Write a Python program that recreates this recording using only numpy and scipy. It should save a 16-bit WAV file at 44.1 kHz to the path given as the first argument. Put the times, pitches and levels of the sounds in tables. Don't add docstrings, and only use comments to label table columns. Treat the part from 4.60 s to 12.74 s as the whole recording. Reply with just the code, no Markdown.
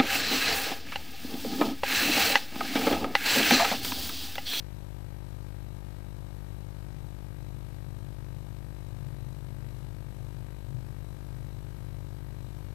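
import sys
import numpy as np
from scipy import signal
from scipy.fft import rfft, irfft
from scipy.io import wavfile
from scipy.ndimage import uniform_filter1d

SR = 44100
rng = np.random.default_rng(int(sys.argv[2]) if len(sys.argv) > 2 else 0)


def wav_record(signal):
    frames = np.transpose(np.atleast_2d(signal))
    bounded = np.clip(frames, -1, 1)
    quanta = np.round(bounded * 32767).astype(np.int16)
    wavfile.write(sys.argv[1], SR, quanta)


N = 358974
T = np.arange(N) / SR
FIELD_HZ, FIELD_START_S = 49.9965, .0052


def undb(db):
    return 10 ** (np.asarray(db) / 20)


def unit(x):
    return x / np.sqrt(np.mean(x ** 2))


def causal(gain):
    cepstrum = irfft(np.log(gain))
    half = len(cepstrum) // 2
    cepstrum[1:half] *= 2
    cepstrum[half + 1:] = 0
    return np.exp(rfft(cepstrum))


def colour(x, points):
    hz, db = np.transpose(points)
    gain = undb(np.interp(np.log(np.fft.rfftfreq(N, 1 / SR) + 1), np.log(hz), db))
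    return irfft(rfft(x) * causal(gain), N) * np.sqrt(SR / 2)


def ringing(hz, width_hz):
    f = np.fft.rfftfreq(N, 1 / SR) + 1e-6
    response = 1 / (1 + 1j * (f * f - hz * hz) / (f * width_hz))
    return unit(irfft(rfft(rng.standard_normal(N)) * response ** 2, N))


def drift(rate_hz):
    hold = int(SR / rate_hz)
    stairs = np.repeat(rng.standard_normal(N // hold + 1), hold)
    return unit(uniform_filter1d(uniform_filter1d(stairs, hold), hold)[:N])


def step(age_s):
    return np.clip(age_s * SR, 0, 1)


def since(offset_s):
    return (T - FIELD_START_S - offset_s) % (1 / FIELD_HZ)


# t/s into the field, length/s, height/share of blanking pulse
SYNC_PULSES = [(.0029, .00023, -.55), (.00447, .00013, .5)]


def field_hum(leak_db=-28, hold_s=.00334, slide_s=.00152, coupling_hz=28, coupling_q=.58,
              rolloff_hz=414, stray_db=-17):
    age = since(0)
    blanking = step(age) * np.clip(1 - (age - hold_s) / slide_s, 0, 1)
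    sync = sum(height * (step(age - at_s) - step(age - at_s - length_s))
               for at_s, length_s, height in SYNC_PULSES)
    w = 2 * np.pi * coupling_hz
    highpass = signal.bilinear([1, 0, 0], [1, w / coupling_q, w * w], SR)
    coupled = signal.lfilter(*highpass, blanking + sync)
    pole = np.exp(-2 * np.pi * rolloff_hz / SR)
    thuds = signal.lfilter([1 - pole], [1, -pole], coupled)
    bare_edges = undb(stray_db) * coupled
    return undb(leak_db) * (thuds + bare_edges)


# f/Hz, level/dB per Hz
TICK_EQ = [(1000, -106), (1500, -100), (2300, -102), (3100, -104), (4200, -105.5), (6000, -108),
           (9500, -107), (11200, -112), (12400, -106), (13600, -111)]


def sync_ticks(decay_s=.00017, beat_hz=2.23, fresh_noise=.54):
    edges = [(.000078, 1)]
    for at_s, length_s, height in SYNC_PULSES:
        edges += [(at_s, abs(height)), (at_s + length_s, abs(height))]
    gate = np.sqrt(sum(size * np.exp(-2 * since(at_s) / decay_s) for at_s, size in edges))
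    looped_phase = rng.random(SR)[(since(0) * SR).astype(int)]
    looped_grain = unit(np.cos(2 * np.pi * (looped_phase + beat_hz * T)))
    grain = looped_grain + fresh_noise * rng.standard_normal(N)
    return colour(unit(gate * grain), TICK_EQ)


# f/Hz, level/dB rms before waver and ducking
WHINE_TONES = [(3930, -82.5), (7827, -78), (10774, -75.5), (11726, -75.5), (12274, -74.5), (12888, -82),
               (13226, -76.5)]


def whine(blank_s=.0025, duck_db=-8, waver_db=.9):
    tones = sum(undb(db + waver_db * drift(9.8)) * np.sin(2 * np.pi * (hz * T + rng.random()))
                for hz, db in WHINE_TONES)
    return np.sqrt(2) * tones * undb(duck_db * (since(0) < blank_s))


# f/Hz, level/dB rms before the throb
SIZZLE_TONES = [(3770, -75), (4025, -73)]


def sizzle(flare_at_s=.0033, decay_s=.0023, sustain=.15, wander_rad=1.44,
           throb_hz=2.23, throb_db=3.1, crest_s=.2):
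    throb = undb(throb_db * np.cos(2 * np.pi * throb_hz * (T - crest_s)))
    flare = unit(sustain + np.exp(-since(flare_at_s) / decay_s))
    tones = sum(undb(db) * unit(np.sin(2 * np.pi * hz * T + wander_rad * drift(13)))
                for hz, db in SIZZLE_TONES)
    return flare * throb * tones


# f/Hz, level/dB per Hz
BED_EQ = [(15, -80), (28, -75), (90, -68), (200, -80.5), (330, -85.0), (650, -88.5), (950, -90.5),
          (1100, -91.5), (3000, -99.0), (6500, -105.0), (10200, -106.0), (11300, -109.0), (12300, -102.0),
          (13300, -104.0)]


def hiss_and_rumble(flicker_db=.39):
    return colour(rng.standard_normal(N) * undb(flicker_db * drift(9)), BED_EQ)


# f/Hz, width/Hz, level/dB relative to the note
ENGINE_MODES = [(127.34, 14.6, -3), (112.9, 29.4, -3), (143, 23.5, -9.5), (171.7, 9.7, -19.5),
                (233.3, 45, -22)]
# t/s at the crest, half length/s, level/dB of boost
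ENGINE_SURGES = [(2.38, 0.14, 4), (3.45, 0.14, 5), (4.443, 0.18, 3), (6.134, 0.057, 7), (6.9, 0.33, 1.5)]


def far_engine(note_hz=129.3, wander_rad=1.0, nearest_db=-41, nearest_s=5.36, half_power_s=2):
    note = unit(np.sin(2 * np.pi * note_hz * T + wander_rad * drift(9)))
    body = sum(undb(db) * ringing(hz, width) for hz, width, db in ENGINE_MODES)
    distance = np.hypot(1, (T - nearest_s) / half_power_s)
    load_db = sum(db * np.exp(-((T - at_s) / half_s) ** 2) for at_s, half_s, db in ENGINE_SURGES)
    return unit(note + body) * undb(nearest_db + load_db) / distance


# f/Hz, width/Hz, level/dB rms midway through the fade
BOX_MODES = [(745.5, 65, -69), (825.5, 53, -68.5)]


def box_hollow(fade_db=-3):
    hollow = sum(undb(db) * ringing(hz, width) for hz, width, db in BOX_MODES)
    return hollow * undb(fade_db * (T / T[-1] - .5))


def idle_channel(mains_db=-79, buzz_db=-99, floor_gain_db=-122):
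    phase = 2 * np.pi * FIELD_HZ * T
    buzz = sum(np.sin(k * phase) / k for k in range(5, 21, 2))
    floor_eq = [(100, -2), (300, -.5), (2000, -9.5), (8000, -10.5), (8700, -20.5)]
    floor = colour(rng.standard_normal(N), floor_eq)
    return undb(mains_db) * unit(np.sin(phase)) + undb(buzz_db) * unit(buzz) + undb(floor_gain_db) * floor


def scene():
    interference = field_hum() + sync_ticks() + whine() + sizzle()
    bed = hiss_and_rumble() + far_engine() + box_hollow()
    return np.array([interference + bed, idle_channel()])


def record(dry, top_hz=13650):
    return signal.sosfilt(signal.ellip(10, .1, 70, top_hz, fs=SR, output="sos"), dry)


dry = scene()
out = record(dry)
wav_record(out)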